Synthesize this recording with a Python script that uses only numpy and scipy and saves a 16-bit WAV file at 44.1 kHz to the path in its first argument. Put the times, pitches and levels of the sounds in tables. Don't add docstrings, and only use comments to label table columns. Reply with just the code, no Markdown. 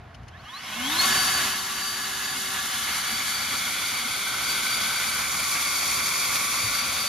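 import sys
import numpy as np
from scipy import signal
from scipy.fft import rfft, irfft, next_fast_len
from scipy.io import wavfile

SR = 44100
rng = np.random.default_rng(int(sys.argv[2]) if len(sys.argv) > 2 else 0)


def to_wav(sig):
    pcm = np.clip(np.atleast_2d(sig), -1, 1) * 32767
    pcm = np.round(pcm).astype(np.int16)
    wavfile.write(sys.argv[1], SR, pcm.T)


N = 312518
SIZE = next_fast_len(N + SR // 4)
HZ = np.maximum(np.fft.rfftfreq(SIZE, 1 / SR), 1)
TIME_S = np.arange(N) / SR


def from_db(db):
    return 10 ** (np.asarray(db) / 20)


def rms_one(x):
    return x / np.sqrt(np.mean(x ** 2) + 1e-20)


def in_time(rows):
    s, *columns = np.transpose(rows)
    return [np.interp(TIME_S, s, column) for column in columns]


def over_hz(points):
    hz, value = np.transpose(points)
    return np.interp(np.log(HZ), np.log(np.maximum(hz, 1)), value)


def through(x, gain):
    return irfft(rfft(x, SIZE) * gain, SIZE)[..., :N]


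def coloured(gain):
    return rms_one(through(rng.standard_normal((2, SIZE)), gain))


def resonant(modes):
    power = sum(from_db(db) ** 2 / (1 + (2 * (HZ - hz) / width) ** 2) ** 2 for hz, width, db in modes)
    return np.sqrt(power)


def drift(rate_hz):
    r = np.exp(-80 * np.pi * rate_hz / SR)
    noise = rng.standard_normal((2, N // 40 + 2002))
    slow = signal.lfilter([1], [1, -2 * r, r * r], noise)[:, 2000:]
    return np.array([np.interp(np.arange(N) / 40, np.arange(len(v)), rms_one(v)) for v in slow])


def swell(s, db, t60_s, rise_s):
    decay = (TIME_S - s) / t60_s
    rise = (s - TIME_S) / rise_s
    return from_db(db - 60 * np.where(TIME_S > s, decay, rise))


TURN_S = 0.16


def facing(rest_db, spells):
    t = np.linspace(0, N / SR, num=1000)
    power = np.full(len(t), from_db(rest_db) ** 2)
    for start, end, db in spells:
        swing = (np.tanh((t - start) / TURN_S) - np.tanh((t - end) / TURN_S)) / 2
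        power = power + from_db(db) ** 2 * swing
    return np.interp(TIME_S, t, np.sqrt(power))


# pitch_hz, level_db per Hz
RUMBLE_COLOUR = [(15, -44), (25, -78), (48, 0.5), (129, 1.5), (182, -5), (202, -7), (525, -15), (703, -5),
                 (868, -10), (1600, -12.5), (14000, -47.5)]
RUMBLE_DB, RUMBLE_LATER_DB, DROP_S = -47, -54.5, 0.466
# multiple of the firing rate, level_db
IDLE_PARTS = [(2, -1), (3, 0.5), (4, -4), (6, -10), (8, -13.5)]
IDLE_HZ = 28.9
# time_s, level_db
IDLE_LEVEL = [(0, -48), (.05, -53), (.15, -58), (.19, -47), (.27, -46), (.37, -52), (.43, -48)]


def yard():
    dropped = np.interp(TIME_S, [DROP_S - .02, DROP_S + .02], [0, 1])
    phase = 2 * np.pi * IDLE_HZ * TIME_S + .3 * drift(6)[0]
    throb = sum(from_db(db + 2.6 * drift(8)[0]) * np.sin(multiple * phase) for multiple, db in IDLE_PARTS)
    rumble_db = RUMBLE_DB + (RUMBLE_LATER_DB - RUMBLE_DB) * dropped
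    rumble = from_db(rumble_db) * coloured(from_db(over_hz(RUMBLE_COLOUR)))
    return rumble + from_db(in_time(IDLE_LEVEL)[0] - 60 * dropped) * throb


# time_s, level_db, t60_s
TICKS = [(0.148, -45.5, 0.05), (.234, -55, .03), (0.285, -44, 0.041)]
# pitch_hz, width_hz, level_db
TICK_MODES = [(2930, 740, 8), (4400, 400, 3), (5300, 620, 1), (6500, 560, -1), (9600, 1100, -8)]


def ticks():
    bursts = sum(swell(s, db, t60, rise_s=0.021) for s, db, t60 in TICKS)
    broad = 0.16 / (1 + (HZ / 9000) ** 4)
    return bursts * coloured(resonant(TICK_MODES) + broad)[0]


# time_s, peak_db, pitch_hz, t60_s
BUMPS = [(3.13, -35, 225, 0.11), (4.06, -37, 254, .08), (6.65, -30, 107.4, .12)]


def wheel_bumps():
    return sum(swell(s, db, t60, rise_s=0.08) * np.sin(2 * np.pi * hz * TIME_S)
               for s, db, hz, t60 in BUMPS)


BUFFET_FLICKER_DB = 1.5
# rest_db, then spells of start_s, end_s, added level_db (relative to the blower)
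BUFFET_FACES = (-22, [(.9, 1.6, -22), (5.85, 6.6, -22)])


def buffeting():
    flicker = from_db(BUFFET_FLICKER_DB * drift(2.6)[0])
    return facing(*BUFFET_FACES) * flicker * coloured(from_db(over_hz(RUMBLE_COLOUR)))


# pitch_hz, width_hz, level_db
ROAR = [(556, 190, 0)]
ROAR_START_DB, ROAR_DB_PER_S = -29, 1.65


def roar():
    return from_db(ROAR_START_DB + ROAR_DB_PER_S * TIME_S) * coloured(resonant(ROAR))


# pitch_hz, width_hz, level_db
STREAKS = [(245.4, 95, -5.5), (755, 55, -2), (1495, 37, 4.5), (1308, 50, -3.5), (2043, 26, -9),
           (2157, 22, 6), (2545, 40, -4.5), (3267, 67, 0.5), (3910, 48, -5.5), (3018, 110, -1.5),
           (5200, 49, -19)]
STREAKS_START_DB, STREAKS_DB_PER_S = -4.5, -1.37


def streaky_air():
    return from_db(STREAKS_START_DB + STREAKS_DB_PER_S * TIME_S) * coloured(resonant(STREAKS))


# pitch_hz, width_hz, rest_db, spells of start_s, end_s, added level_db
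NOZZLE = [(1084, 230, -21.5, [(.1, 2.02, -13), (5.3, 6.75, -14)]), (1398, 230, -38, [(1.0, 2.9, -10),
          (2.9, 5.5, -9.5), (5.5, 7.3, -12)]), (1692, 59, -37, [(.95, 1.6, -7.5), (1.6, 3.5, -9.5)]),
          (1523, 91, -38, [(4.13, 5.2, -8)]), (3800, 210, -44, [(2.3, 3.4, -18)]),
          (2240, 440, -48, [(.6, 1.0, -11), (2.9, 3.5, -9), (3.5, 5.5, -7), (5.5, 6.95, -5.5)]),
          (3700, 1300, -29, [(.65, 1.7, -11.5), (1.7, 3.5, -12.5), (3.5, 5.1, -8), (6.7, 7.3, -8)]),
          (3370, 220, -39, [(.62, 1.2, -10), (2.4, 5.1, -20), (5.6, 6.4, -18.5)]),
          (5700, 1400, -37, [(.1, 1.9, -14), (5.45, 12, -14)])]


def nozzle():
    flicker = from_db(0.81 * drift(46)[0])
    return flicker * sum(facing(rest_db, spells) * coloured(resonant([(hz, width, 0)]))
                         for hz, width, rest_db, spells in NOZZLE)


# pitch_hz, level_db per Hz
RUSH_COLOUR = [(35, -45), (60, -13), (236, -7.5), (346, -10.5), (382, -11.5), (490, -11), (610, -6),
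               (749, -6.5), (1680, 0.5), (2430, -2), (2900, -0.5), (3400, -10.5), (4670, -11), (6000, -17),
               (7800, -45), (13200, -120)]
# pitch_hz, level_db per Hz
HISS_COLOUR = [(1500, -30), (3500, -2), (4400, -1), (5000, -3.5), (5800, -1), (7000, -1.5), (9000, -1.5),
               (11000, -5), (13000, -8), (16000, -9.5)]
# rest_db, then spells of start_s, end_s, added level_db
HISS_FACES = (0.26, [(5.4, 6.6, -0.5)])
HISS_POWER = 1


def rush_and_hiss(pace):
    gust_db = 0.31 * drift(13.0)[0]
    rush_gain = from_db(-4.5 + gust_db + 1.55 * drift(11.5)[0])
    hiss_gain = facing(*HISS_FACES) * pace ** HISS_POWER * from_db(gust_db + 0.67 * drift(29)[0])
    rush = rush_gain * coloured(from_db(over_hz(RUSH_COLOUR)))
    return rush + hiss_gain * coloured(from_db(over_hz(HISS_COLOUR)))


# time_s, lag_s
BOUNCE_LAG = [(0, .00106), (2.4, .00106), (3.1, .00094), (3.6, .00089), (6, .00086), (7.09, .00086)]
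BOUNCE_SHARE, BOUNCE_PER_S = 0.19, 0.018
ECHO_CUT_HZ = 4000


def paving_bounce(air):
    late_s = TIME_S - in_time(BOUNCE_LAG)[0]
    dull = through(air, 1 / (1 + (HZ / ECHO_CUT_HZ) ** 2))
    copy = np.array([np.interp(late_s, TIME_S, path) for path in dull])
    return (BOUNCE_SHARE + BOUNCE_PER_S * TIME_S) * copy


# pitch_hz, width_hz, start_s, end_s, share taken out in db
HOLLOWS = [(2380, 150, 2.1, 2.64, -7), (2680, 170, 3, 5.5, -6), (2940, 180, 5.6, 6.9, -5),
           (1834, 220, 4.14, 5.0, -7), (622, 280, 1.5, 3.0, -9)]


def hollows(air):
    return sum(facing(-43, [spell]) * through(air, resonant([(hz, width, 0)]))
               for hz, width, *spell in HOLLOWS)


# time_s, turns_hz
SHAFT = [(.2, 10), (.33, 51), (.385, 66.5), (.41, 75), (.47, 100), (.5, 111.5), (.6, 152), (.68, 186),
         (.73, 210), (.82, 253), (.88, 279), (.91, 301), (1.0, 356), (1.03, 371), (1.06, 379),
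         (1.15, 383.5), (1.65, 381.7), (1.8, 386), (2.8, 384), (4.4, 382), (4.48, 386), (7.09, 382.7)]


def tones(orders, wobble_rad, flutter_hz):
    speed = in_time(SHAFT)[0]
    turns = np.cumsum(speed) / SR
    out = 0
    for multiple, db, flutter_db, power, *spells in orders:
        shake = .9 * drift(flutter_hz) + .35 * drift(flutter_hz / 8)
        start_phase = rng.uniform(0, 2 * np.pi, (2, 1))
        phase = 2 * np.pi * multiple * turns + wobble_rad * shake[::-1] + start_phase
        level = facing(db, spells) * from_db(flutter_db * shake) * (speed / speed[-1]) ** power
        out = out + level * np.sin(phase)
    return out * np.sqrt(2)


# multiple of shaft speed, level_db, flutter_db, power of speed its size follows
UNBALANCE = [(1, 0, 1.5, 0)]
# rest_db, then spells of start_s, end_s, added level_db (relative to the blower)
HUM_FACES = (-35, [(0.7, 2.5, -23.5), (4.1, 4.7, -27), (5.7, 6.25, -25.5)])
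# shaft speed_hz, width_hz, boost_db
FRAME = (263, 103, 17)


def rotor_hum():
    hz, width, db = FRAME
    speed = in_time(SHAFT)[0]
    shaking = 1 + from_db(db) / (1 + (2 * (speed - hz) / width) ** 2) ** 2
    return shaking * facing(*HUM_FACES) * tones(UNBALANCE, .2, 5)


# multiple of shaft speed, rest_db (relative to the blower), flutter_db, extra power of speed,
# then spells of start_s, end_s, added level_db
FAN = [(2, -40, 3, 3, (1.2, 2.9, -27)), (3, -27, 2.5, 2, (.78, 1.1, -9), (1.1, 1.6, -13), (1.6, 3.1, -15),
       (3.4, 4.3, -20), (5.2, 7.3, -13)), (6, -34, 4, 6, (3.1, 5.4, -17), (5.4, 7.3, -18)),
       (9, -28, 3, 4, (2.15, 3.9, -14.5), (4.1, 4.8, -17), (5.2, 6.7, -17)),
       (18, -25, 3, 12, (.95, 2.5, -17), (4.7, 6.7, -18)), (24, -19, 3, 8, (.85, 1.5, -13), (2.7, 3.2, -16),
       (3.7, 7.3, -16)), (27, -28, 4, 12, (2.2, 3.4, -23), (4.6, 7.3, -20)), (36, -27, 3, 12)]


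def fan_tones():
    return tones(FAN, .45, 24)


# multiple of shaft speed, level_db, flutter_db, power of speed
START_UP = [(8.5, -22, 2, -2), (12, -7, 3, 0), (15, -8, 3, 0), (18, -11, 5, 0), (20, -11, 5, 0),
            (30, 0, 2.5, 0), (45, -38, 4, -2), (60, -39, 4, -2)]
# time_s, level_db
START_UP_LEVEL = [(.2, -100), (.3, -64), (.35, -51), (.43, -54), (.5, -44), (.56, -45), (.61, -48),
                  (.67, -44), (.74, -58), (.9, -90)]
# pitch_hz, gain_db
CASING = [(600, -36), (800, -12), (900, -14), (970, -3), (1030, -3), (1100, 8), (1160, 1), (1220, 4),
          (1350, -8), (1500, -5), (1750, 4), (2200, -16), (2650, -7), (2950, 0), (3100, -5), (3350, 3),
          (3550, -6), (3800, 0), (4000, -2), (4300, 3), (4700, -6), (4900, -8), (5200, -3), (5700, -5),
          (6300, -35)]


def start_up_whine():
    whine = from_db(in_time(START_UP_LEVEL)[0]) * tones(START_UP, .7, 30)
    return through(whine, from_db(over_hz(CASING)))


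# multiple of shaft speed, level_db, flutter_db, power of speed
BLADES = [(12, -.5, 3.5, 0)]
# time_s, level_db
BLADE_LEVEL = [(.68, -64), (.735, -39), (.76, -41), (.8, -38), (.82, -36), (.87, -31), (.895, -38),
               (.92, -32), (.94, -38), (.955, -33), (.975, -36), (1.0, -25), (1.017, -34), (1.035, -27),
               (1.075, -35), (1.16, -32), (1.4, -36), (1.7, -48), (1.86, -36), (2.1, -45), (2.3, -38),
               (2.55, -50), (2.79, -50), (2.85, -40), (3.0, -44), (3.16, -37), (3.26, -43), (3.4, -36),
               (3.6, -41), (3.9, -41), (4.15, -42), (4.36, -45), (4.5, -34), (4.6, -44), (4.72, -38),
               (5.0, -39), (5.3, -44), (5.6, -39), (5.8, -36), (5.97, -41), (6.19, -33), (6.42, -41),
               (6.7, -36), (6.85, -35), (6.94, -42), (7.05, -33)]


def blade_whine():
    return from_db(in_time(BLADE_LEVEL)[0]) * tones(BLADES, .7, 26)


FULL_HZ = 384
BLOWER_DB, BLOWER_POWER = -25, 1.94
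# time_s, level_db added to the base
HEARD = [(1.05, 0.6), (1.24, -0.5), (1.36, -2), (1.45, -2), (1.6, -7.5), (2.11, -7.5), (2.92, -5),
         (4.36, -6), (4.51, -4), (5.4, -4.5), (6.0, -4.5), (7.08, -4)]


def blower():
    pace = in_time(SHAFT)[0] / FULL_HZ
    air = rush_and_hiss(pace) + streaky_air() + nozzle() + roar()
    air += paving_bounce(air)
    air -= hollows(air)
    air += buffeting()
    level = from_db(BLOWER_DB + in_time(HEARD)[0]) * pace ** BLOWER_POWER
    return level * (air + fan_tones() + rotor_hum()) + start_up_whine() + blade_whine()


def scene():
    return yard() + ticks() + wheel_bumps() + blower()


# pitch_hz, share common to both
LIKENESS = [(60, 0.96), (200, 1), (500, 0.58), (1200, 0.89), (1800, 0.71), (2800, 0.9), (4500, 0.76),
            (6000, 0.13), (8000, 1), (10000, 0.45), (11600, 1), (13000, 0.57), (14500, 1)]
# pitch_hz, lead_radians
LEAD = [(0, 0), (400, -.2), (520, -.6), (1100, -.2), (1700, -.7), (2600, .1), (4300, .05), (4900, .4),
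        (5500, -.9), (6500, -1), (7700, -2.6), (8100, -3.14), (8800, -3.5), (11000, -6.2), (12200, -6.3),
        (14300, -9.4), (16000, -9.5)]
# pitch_hz, difference_db
TILT = [(60, -1), (110, 0.5), (200, 0.5), (380, 0), (700, -2), (1290, -1.5), (2380, -1), (4400, 2.5),
        (8120, 0.5), (15000, -1)]
CUTOFF_HZ = 15700


def record(dry):
    one, other = rfft(dry, SIZE)
    alike = np.clip(over_hz(LIKENESS), 0, 1)
    common = np.sqrt((1 + alike) / 2) * one
    apart = np.sqrt((1 - alike) / 2) * other
    hz, radians = np.transpose(LEAD)
    half = from_db(over_hz(TILT) / 2) * np.exp(.5j * np.interp(HZ, hz, radians))
    ports = irfft(np.array([(common + apart) * half, (common - apart) / half]), SIZE)[:, :N]
    top_cut = signal.ellip(14, .3, 75, CUTOFF_HZ + 50, fs=SR, output="sos")
    return signal.sosfilt(top_cut, ports)


dry = scene()
out = record(dry)
to_wav(out)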